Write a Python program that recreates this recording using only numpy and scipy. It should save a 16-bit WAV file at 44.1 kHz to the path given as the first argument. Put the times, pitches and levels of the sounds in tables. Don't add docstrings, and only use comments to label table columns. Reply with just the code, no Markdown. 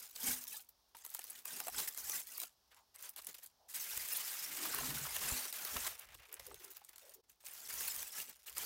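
import sys
import numpy as np
from scipy import signal
from scipy.fft import rfft, irfft
from scipy.io import wavfile
from scipy.ndimage import uniform_filter1d

SR = 44100
rng = np.random.default_rng(int(sys.argv[2]) if len(sys.argv) > 2 else 0)


def master_out(mix):
    frames = np.transpose(np.atleast_2d(mix))
    ceiling = np.clip(frames, -1, 1)
    pcm = np.round(ceiling * 32767).astype(np.int16)
    wavfile.write(sys.argv[1], SR, pcm)


N = 381465
TIME_S = np.arange(N) / SR


def from_db(db):
    return 10 ** (np.asarray(db) / 20)


def rms_one(x):
    return x / np.sqrt(np.mean(x ** 2) + 1e-20)


def at_hz(points, hz):
    points_hz, values = np.transpose(points)
    return np.interp(np.log(hz), np.log(points_hz), values)


def bands(low_hz=300):
    edges = low_hz * 2 ** np.arange(0, np.log2(19000 / low_hz), 1 / 3)
    return [(np.sqrt(a * b), signal.butter(2, [a, b], "band", fs=SR, output="sos"))
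            for a, b in zip(edges, edges[1:])]


def below(hz, corner_hz, octaves):
    return np.clip(np.log2(corner_hz / hz) / octaves, 0, 1)


def resonance(x, hz, width_hz):
    r = np.exp(-np.pi * width_hz / SR)
    feedback = [1, -2 * r * np.cos(2 * np.pi * hz / SR), r * r]
    return signal.lfilter(np.array([1, 0, -1]) * (1 - r * r) / 2, feedback, x)


def decay(power, t60_s):
    return np.sqrt(signal.lfilter([1], [1, -from_db(-120 / (t60_s * SR))], power + 1e-18))


# freq_hz, density_db
AIR_SPECTRUM = [(100, -26), (240, -29), (400, -20), (850, -11), (1300, -17), (2300, -26), (3300, -18),
                (5500, -14.5), (7500, -26.5), (15800, -23.5)]

def air(level_db=-76.5):
    hz = np.maximum(np.fft.rfftfreq(N, 1 / SR), 20)
    shape = from_db(at_hz(AIR_SPECTRUM, hz)) * (hz > 90)
    return from_db(level_db) * rms_one(irfft(rfft(rng.standard_normal(N)) * shape, N))


# start_s, end_s, rustle_db, low_boost_db
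MOVES = [(0.0, 0.15, -62.5, 1), (0.155, 0.45, -52, -1), (0.48, 0.57, -48, -5), (0.958, 1.394, -62.5, 4),
         (1.454, 1.924, -54.5, 2.5), (1.967, 2.201, -47, -1.5), (2.267, 2.439, -57, -2),
         (2.721, 2.785, -69.5, 13), (2.954, 3.102, -62.5, 6), (3.165, 3.196, -58.5, 9),
         (3.22, 3.383, -65, 7.5), (3.429, 3.453, -62, 4), (3.694, 3.74, -54.5, -0.5), (3.74, 4.447, -45, 3),
         (4.45, 5.494, -47.5, 5), (5.53, 5.863, -45.5, 5), (5.89, 5.941, -54, 8), (5.95, 6.039, -61, 13.5),
         (6.05, 6.396, -69, 18), (6.404, 6.777, -63, 10.5), (6.79, 6.953, -73, 14.5),
         (6.962, 7.134, -64.5, 8.5), (7.294, 7.31, -68.5, 9), (7.405, 7.44, -71, 6.5),
         (7.451, 7.681, -57.5, 3.5), (7.69, 8.033, -50.5, 2), (8.06, 8.225, -54.5, 2),
         (8.258, 8.448, -69, 7), (8.462, 8.556, -57, 6.5), (8.57, 8.66, -44.5, 2.5)]
# crest_s, rustle_gain_db, half_length_s, board_db
SQUEEZES = [(0.0, 16.5, 0.095, -72), (0.29, 17.5, 0.11, -56.5), (1.324, 6.5, 0.26, -77),
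            (1.56, 6.5, 0.16, -63.5), (1.802, 15, 0.1, -58.5), (2.158, 6.5, 0.1, -65),
            (2.424, 11.5, 0.18, -86), (3.048, 10.5, 0.069, -78), (3.293, 14.5, 0.036, -62),
            (4.161, 5, 0.072, -78), (4.788, 5.5, 0.44, -56), (5.29, 7.5, 0.21, -56), (5.637, 0, 0.21, -67),
            (5.766, 2.5, 0.047, -48.5), (5.882, 7.5, 0.056, -70), (7.83, 6.5, 0.48, -69),
            (8.195, 8.5, 0.094, -66.5), (8.296, 16.5, 0.05, -68), (8.65, 1.5, 0.11, -61)]

def handling(attack_db_per_s=1600, release_db_per_s=319, rest_db=-92):
    start_s, end_s, level_db, low_db = np.array(MOVES).T[:, :, None]
    moves_db = level_db - attack_db_per_s * np.maximum(start_s - TIME_S, 0)
    moves_db -= release_db_per_s * np.maximum(TIME_S - end_s, 0)
    swell_db = sum(db * np.maximum(1 - abs(TIME_S - s) / half_s, 0) for s, db, half_s, _ in SQUEEZES)
    low_boost_db = uniform_filter1d(low_db[moves_db.argmax(axis=0), 0], SR // 20)
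    return np.maximum(moves_db.max(axis=0) + swell_db, rest_db), low_boost_db


def creases(rustle_db, per_s, rate_slope, spread_db, clump_s=0.012, clump_db=2.5):
    rate = per_s * from_db(rate_slope * (rustle_db - rustle_db.max()))
    clumps = rms_one(uniform_filter1d(rng.standard_normal(N), int(clump_s * SR)))
    at = np.flatnonzero(rng.random(N) < rate * from_db(clump_db * clumps) / SR)
    size, patch = rng.random((len(at), 2)).T
    size_db = spread_db * np.minimum(-np.log(size + 1e-9), 4)
    return at, from_db(2 * size_db) / rate[at], 400 * (18000 / 400) ** patch


# freq_hz, density_db
FOIL_SPECTRUM = [(180, -47), (300, -33), (385, -12), (582, -8), (772, -5.5), (1230, -5), (1550, -3),
                 (4120, -3), (5560, 0.5), (15800, 3.5)]
# freq_hz, t60_s
FOIL_DECAY = [(400, 0.19), (1500, 0.19), (5000, 0.07), (15000, 0.06)]

def rustle(buckles, hiss, low_boost_db, patch_octaves=9.3, even_s=0.35, lift_s=(3.2, 4.55), lift_db=-4):
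    at, power, pitch_hz = buckles
    lifted = (TIME_S > lift_s[0]) & (TIME_S < lift_s[1])
    lifted_db = lift_db * uniform_filter1d(lifted.astype(float), SR // 10)
    out = np.zeros(N)
    for k, (hz, band) in enumerate(bands()):
        kicks = np.zeros(N)
        kicks[at] = power * np.exp(-(np.log2(hz / pitch_hz) / patch_octaves) ** 2)
        gate = decay(kicks, at_hz(FOIL_DECAY, hz))
        gate /= np.sqrt(uniform_filter1d(gate ** 2, int(even_s * SR)) + 1e-6)
        shelves_db = below(hz, 7740, 1.54) * low_boost_db + below(hz, 1800, 1) * lifted_db
        out += signal.sosfilt(band, hiss[k % 2] * gate * from_db(at_hz(FOIL_SPECTRUM, hz) + shelves_db))
    treble = signal.sosfilt(signal.butter(4, 4000, "high", fs=SR, output="sos"), out)
    return out / np.std(treble)


def tinkle(rustle_db, per_s=250, q=28, gain_db=-7):
    pitches_hz = np.geomspace(800, 9000, 36)
    hits = (rng.random(N) < per_s / SR) * np.minimum(rng.exponential(1, N), 3)
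    facet = rng.integers(0, len(pitches_hz), N)
    scuff, out = rng.standard_normal(N), 0
    for k, hz in enumerate(pitches_hz):
        ring = resonance(scuff * decay(hits * (facet == k), t60_s=0.11), hz, hz / q)
        out += rms_one(ring) * from_db(at_hz(FOIL_SPECTRUM, hz)) * hz ** 0.36
    return from_db(rustle_db + gain_db) * rms_one(out)


# pitch_hz, width_hz, gain_db
BOARD_MODES = [(150.8, 6.2, -2), (200, 63, -4), (251.9, 4.7, 5), (348, 174, -5.5), (414, 33, -11)]

def board_rub(rustle_db, under_rustle_db=-29, fade_db=20.5, rest_db=-90):
    loads_db = [db - fade_db * abs(TIME_S - s) / half_s for s, _, half_s, db in SQUEEZES]
    level_db = np.max(loads_db + [rustle_db + under_rustle_db], axis=0)
    friction = rng.standard_normal(N)
    wood = sum(from_db(db) * resonance(friction, hz, width_hz) for hz, width_hz, db in BOARD_MODES)
    return from_db(np.maximum(level_db, rest_db)) * rms_one(wood)


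def ticks(rustle_db, per_s=130, over_rustle_db=13, limit_db=-43, lowest_hz=5000):
    at, power, pitch_hz = creases(rustle_db, per_s, rate_slope=0, spread_db=2.5)
    level_db = np.minimum(rustle_db[at] + over_rustle_db, limit_db)
    return at, power * per_s * from_db(2 * level_db), np.maximum(pitch_hz, lowest_hz)


# start_s, treble_db, mid_vs_treble_db, length_ms
FOLDS = [(0.108, -53, -13.5, 6.4), (0.159, -45.5, -7, 3.9), (0.231, -34.5, -9.5, 1.6),
         (0.438, -42, -13.5, 2.1), (0.4774, -43, -19, 6.1), (0.688, -57, -20, 4.5), (0.9495, -59, -2, 2.9),
         (0.968, -44.5, -13, 0.54), (1.049, -40.5, -17, 2.3), (1.063, -41, -15, 0.79),
         (1.139, -45, -19, 3.7), (1.102, -39, -30, 0.5), (1.1474, -30, -18, 0.5),
         (1.149, -39.5, -14.5, 0.8), (1.1914, -37.5, -10.5, 0.89), (1.241, -39, -13, 0.45),
         (1.299, -46.5, -35, 9.1), (1.455, -36, -11.5, 0.74), (1.602, -30, -10, 0.31),
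         (1.67, -39, -14, 1.8), (1.682, -34.5, -11.5, 1.3), (1.78, -37, -9.5, 25.4),
         (1.874, -42.5, -13.5, 15.6), (1.9463, -41.5, -16, 1.3), (1.975, -37, -12, 1.7),
         (2.096, -32.5, -14, 2), (2.379, -38.5, -10.5, 1.3), (2.4006, -29.5, -24, 0.76),
         (2.416, -34, -13, 1), (2.43, -41, -8.5, 6.2), (3.025, -39, -30, 1.44), (3.093, -37, -26, 0.74),
         (3.1615, -42.5, -9.5, 1.1), (3.176, -54, -3.5, 16.6), (3.218, -50, -14, 4.9),
         (3.2463, -41, -34, 0.8), (3.268, -41, -12.5, 3.3), (3.342, -53.5, -5, 10), (3.382, -56.5, -7, 8.6),
         (3.43, -52, -12, 14.6), (3.46, -50.5, -18, 4.3), (3.754, -39.5, -17, 12.5), (3.803, -43, -13, 23),
         (3.973, -34, -10.5, 4.1), (4.084, -39, -11, 3.7), (4.122, -40.5, -14, 15),
         (4.165, -38.5, -18, 8.9), (4.658, -38, -12, 2.3), (4.745, -34.5, -10, 3), (4.786, -34, -25, 1.3),
         (4.905, -35, -2, 0.6), (5.1644, -29.5, -8, 0.8), (5.4532, -34, -5.5, 0.62), (5.526, -32, -16, 1.2),
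         (5.6492, -36.5, -9, 2.6), (5.767, -31.5, -5, 1.8), (5.864, -39.5, -3.5, 14),
         (5.9932, -44.5, -14, 3.5), (6.143, -54.5, -3, 7.9), (6.327, -42.5, -23, 1.1),
         (6.341, -38.5, -17, 0.47), (6.395, -50.5, -3, 4), (6.465, -47.5, -9, 2.9), (6.543, -44, -13, 1.4),
         (6.598, -57, 0, 1.9), (6.642, -50, -14, 7.4), (6.7025, -56.5, -7.5, 17), (6.768, -44, -11.5, 1.7),
         (6.847, -53, -14, 2.2), (6.891, -49.5, -10, 2), (6.958, -50.5, -10, 2.4), (6.981, -51, -11, 1.9),
         (7.137, -58, -18, 13), (7.295, -62, -7.5, 6.7), (7.461, -46, -15, 6.1), (7.4842, -43, -10, 0.74),
         (7.536, -44, -19, 0.83), (7.739, -37, -11, 1.2), (7.776, -37, -12, 1.4),
         (7.8049, -37.5, -7.5, 4.6), (7.83, -40, -16, 2), (7.851, -40, -9, 2.7), (7.877, -39.5, -8.5, 8.9),
         (7.919, -40, -10, 2.5), (7.961, -38, -14, 2), (8.201, -37, -17, 2.4), (8.028, -35, -11, 1.2),
         (8.2935, -47.5, -20, 3.9), (8.467, -52.5, -4.5, 22.6), (8.581, -31, -12.5, 1)]
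# freq_hz, density_db
SNAP_SPECTRUM = [(300, -14), (900, -7.5), (2500, -6.5), (6000, -5.5), (15000, -2.5)]

def snap_gates(rustle_db, fold_gain_db=5.5, usual_mid_db=-7.5, tint_db=2.5, tail_db=-4, tail_t60_s=0.085):
    start_s, treble_db, mid_db, length_ms = np.transpose(FOLDS)
    run = np.maximum(length_ms * SR / 1000, 1).astype(int)
    fold = np.repeat(np.arange(len(run)), run)
    fold_at = np.concatenate([int(s * SR) + np.arange(n) for s, n in zip(start_s, run)])
    jerks = rng.exponential(1, N)[fold_at] ** 1.3
    jerks *= (run / np.bincount(fold, jerks))[fold]
    tints_db = tint_db * np.clip(rng.standard_normal((len(run), 24)), -1.5, 1.5)
    tick_at, tick_power, tick_hz = ticks(rustle_db)
    gates = []
    for k, (hz, _) in enumerate(bands()):
        fold_db = treble_db + fold_gain_db + tints_db[:, k]
        fold_db += below(hz, 9800, 1.8) * (mid_db - usual_mid_db)
        t60_s = 0.1 * at_hz(FOIL_DECAY, hz)
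        retained = from_db(-120 / (t60_s * SR))
        build_up = (1 - retained ** run) / (1 - retained)
        kicks = np.zeros(N)
        kicks[fold_at] = jerks * (from_db(2 * fold_db) / build_up)[fold]
        kicks[tick_at] += tick_power * np.exp(-np.log2(hz / tick_hz) ** 2 / 2)
        kicks *= from_db(2 * at_hz(SNAP_SPECTRUM, hz))
        shimmer = from_db(tail_db) * decay(kicks * t60_s / tail_t60_s, tail_t60_s)
        gates.append(decay(kicks, t60_s) + shimmer)
    return gates


def crackle(rustle_db, low_boost_db):
    buckles = creases(rustle_db, per_s=2500, rate_slope=0.97, spread_db=1.5)
    gates = snap_gates(rustle_db)
    hiss = rng.standard_normal((2, N))
    snaps = sum(signal.sosfilt(band, hiss[1 - k % 2] * gates[k]) for k, (_, band) in enumerate(bands()))
    return from_db(rustle_db) * rustle(buckles, hiss, low_boost_db) + snaps


TABLE_HZ = 54
# start_s, length_s, level_db
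SHAKES = [(0.23, 0.13, -71), (1.75, 0.072, -68), (2.05, 0.055, -71), (3.978, 0.05, -70), (4.79, 0.39, -64),
          (5.132, 0.22, -63), (5.736, 0.17, -66.5), (6.072, 0.12, -68.5), (6.424, 0.15, -69.5),
          (7.746, 0.26, -70), (8.552, 0.1, -70)]

def table_rumble(fade_db_per_s=200, rest_db=-87):
    level_db = np.full(N, rest_db)
    for start_s, length_s, db in SHAKES:
        outside_s = np.maximum(abs(TIME_S - start_s - length_s / 2) - length_s / 2, 0)
        level_db = np.maximum(level_db, db - fade_db_per_s * outside_s)
    mode = resonance(rng.standard_normal(N), TABLE_HZ, width_hz=22)
    return from_db(level_db) * rms_one(resonance(mode, TABLE_HZ, width_hz=130))


# start_s, end_s, pitch_hz, level_db
RUBS = [(0.228, 0.327, 232, -53.5), (0.273, 0.35, 130, -59), (2.717, 2.845, 885, -73),
        (3.586, 3.699, 684, -70), (4.492, 4.755, 301, -58), (4.777, 5.0, 244, -54),
        (4.804, 5.077, 137.5, -54), (5.648, 5.715, 1230, -56), (5.84, 5.88, 1070, -51.5),
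        (4.722, 4.764, 1480, -44), (6.281, 6.38, 410, -66.5), (6.457, 6.567, 423, -59),
        (6.584, 6.743, 385, -69), (7.016, 7.132, 527, -67.5), (7.149, 7.212, 415, -68.5)]

def hollow_rubs(q_at_1khz=3, slip_db=2):
    out = np.zeros(N)
    for start_s, end_s, hz, db in RUBS:
        progress = np.clip((TIME_S - start_s) / (end_s - start_s), 0, 1)
        swell = np.sin(np.pi * progress) ** 0.8
        tone = resonance(rng.standard_normal(N), hz, hz * np.sqrt(hz / 1000) / q_at_1khz)
        out += from_db(db) * swell * rms_one(resonance(tone, hz, hz / 2))
    slip = rms_one(uniform_filter1d(rng.standard_normal(N), SR // 20))
    return out * from_db(slip_db * slip)


# start_s, table_push_db, board_ring_db
THUDS = [(0.282, -46, -59.5), (3.97, -47, -78.5), (4.808, -56, -70), (5.319, -33, -60), (5.76, -41, -69)]

def thuds(contact_s=0.0061):
    push, blow = np.zeros(N), np.full(N, 1e-18)
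    for start_s, push_db, ring_db in THUDS:
        at = int(start_s * SR)
        push[at], blow[at] = from_db(push_db), from_db(ring_db)
    push = np.convolve(push, np.hanning(int(contact_s * SR)))[:N]
    knock = sum(from_db(db) * resonance(blow, hz, width_hz) * SR / (2 * np.pi * width_hz)
                for hz, width_hz, db in BOARD_MODES)
    return knock + from_db(1.5) * resonance(push, TABLE_HZ, width_hz=47)


# start_s, peak_db, pitch_hz
POPS = [(0.948, -45.5, 915), (1.048, -51, 1000), (1.148, -46.5, 960), (1.187, -47.5, 800),
        (1.611, -44.5, 765), (1.669, -39.5, 643), (1.682, -34.5, 780), (1.745, -40.5, 1550),
        (1.875, -37, 2060), (3.189, -46, 1155), (3.349, -55, 1520), (4.604, -41, 1256),
        (4.653, -34.5, 1220), (4.74, -39, 1090), (4.784, -33.5, 1060), (4.806, -41, 687),
        (4.83, -39.5, 1070), (4.973, -38, 1450), (5.051, -37.5, 1330), (5.066, -38, 1040), (5.3, -37, 1290),
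        (5.764, -34, 1284), (6.397, -48, 530), (6.512, -46, 895), (6.816, -54, 792), (7.439, -56, 616),
        (7.704, -41, 1596), (8.2, -38, 2906), (8.48, -43, 2906)]

def pops(q=8, upper_db=-11.5, paper_db=-20.5, t60_s=0.04):
    out, t = np.zeros(N), np.arange(int(0.06 * SR)) / SR
    for start_s, peak_db, hz in POPS:
        scuff = rng.standard_normal(len(t)) * from_db(-60 * t / t60_s)
        pop = rms_one(resonance(scuff, hz, hz / q))
        pop += from_db(upper_db) * rms_one(resonance(scuff, 1.29 * hz, 2 * hz / q))
        pop += from_db(paper_db) * rms_one(resonance(scuff, 2 * hz, 2 * hz))
        at = int(start_s * SR)
        out[at:at + len(t)] += (from_db(peak_db) * pop / abs(pop).max())[:N - at]
    return out


def scene(dip_s=7.222, dip_width_s=0.009, dip_db=-20, air_step_db=-5):
    rustle_db, low_boost_db = handling()
    foil = crackle(rustle_db, low_boost_db) + tinkle(rustle_db) + pops()
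    contact = board_rub(rustle_db) + table_rumble() + hollow_rubs() + thuds()
    outdoors = air() * from_db(air_step_db * (TIME_S > dip_s))
    dip = from_db(dip_db * np.exp(-((TIME_S - dip_s) / dip_width_s) ** 2))
    return np.tile((foil + contact + outdoors) * dip, (2, 1))


def record(dry, cutoff_hz=15850):
    peaked = dry + 2.5 * resonance(dry, hz=18150, width_hz=790)
    return signal.sosfilt(signal.ellip(12, 0.5, 75, cutoff_hz, fs=SR, output="sos"), peaked)


dry = scene()
out = record(dry)
master_out(out)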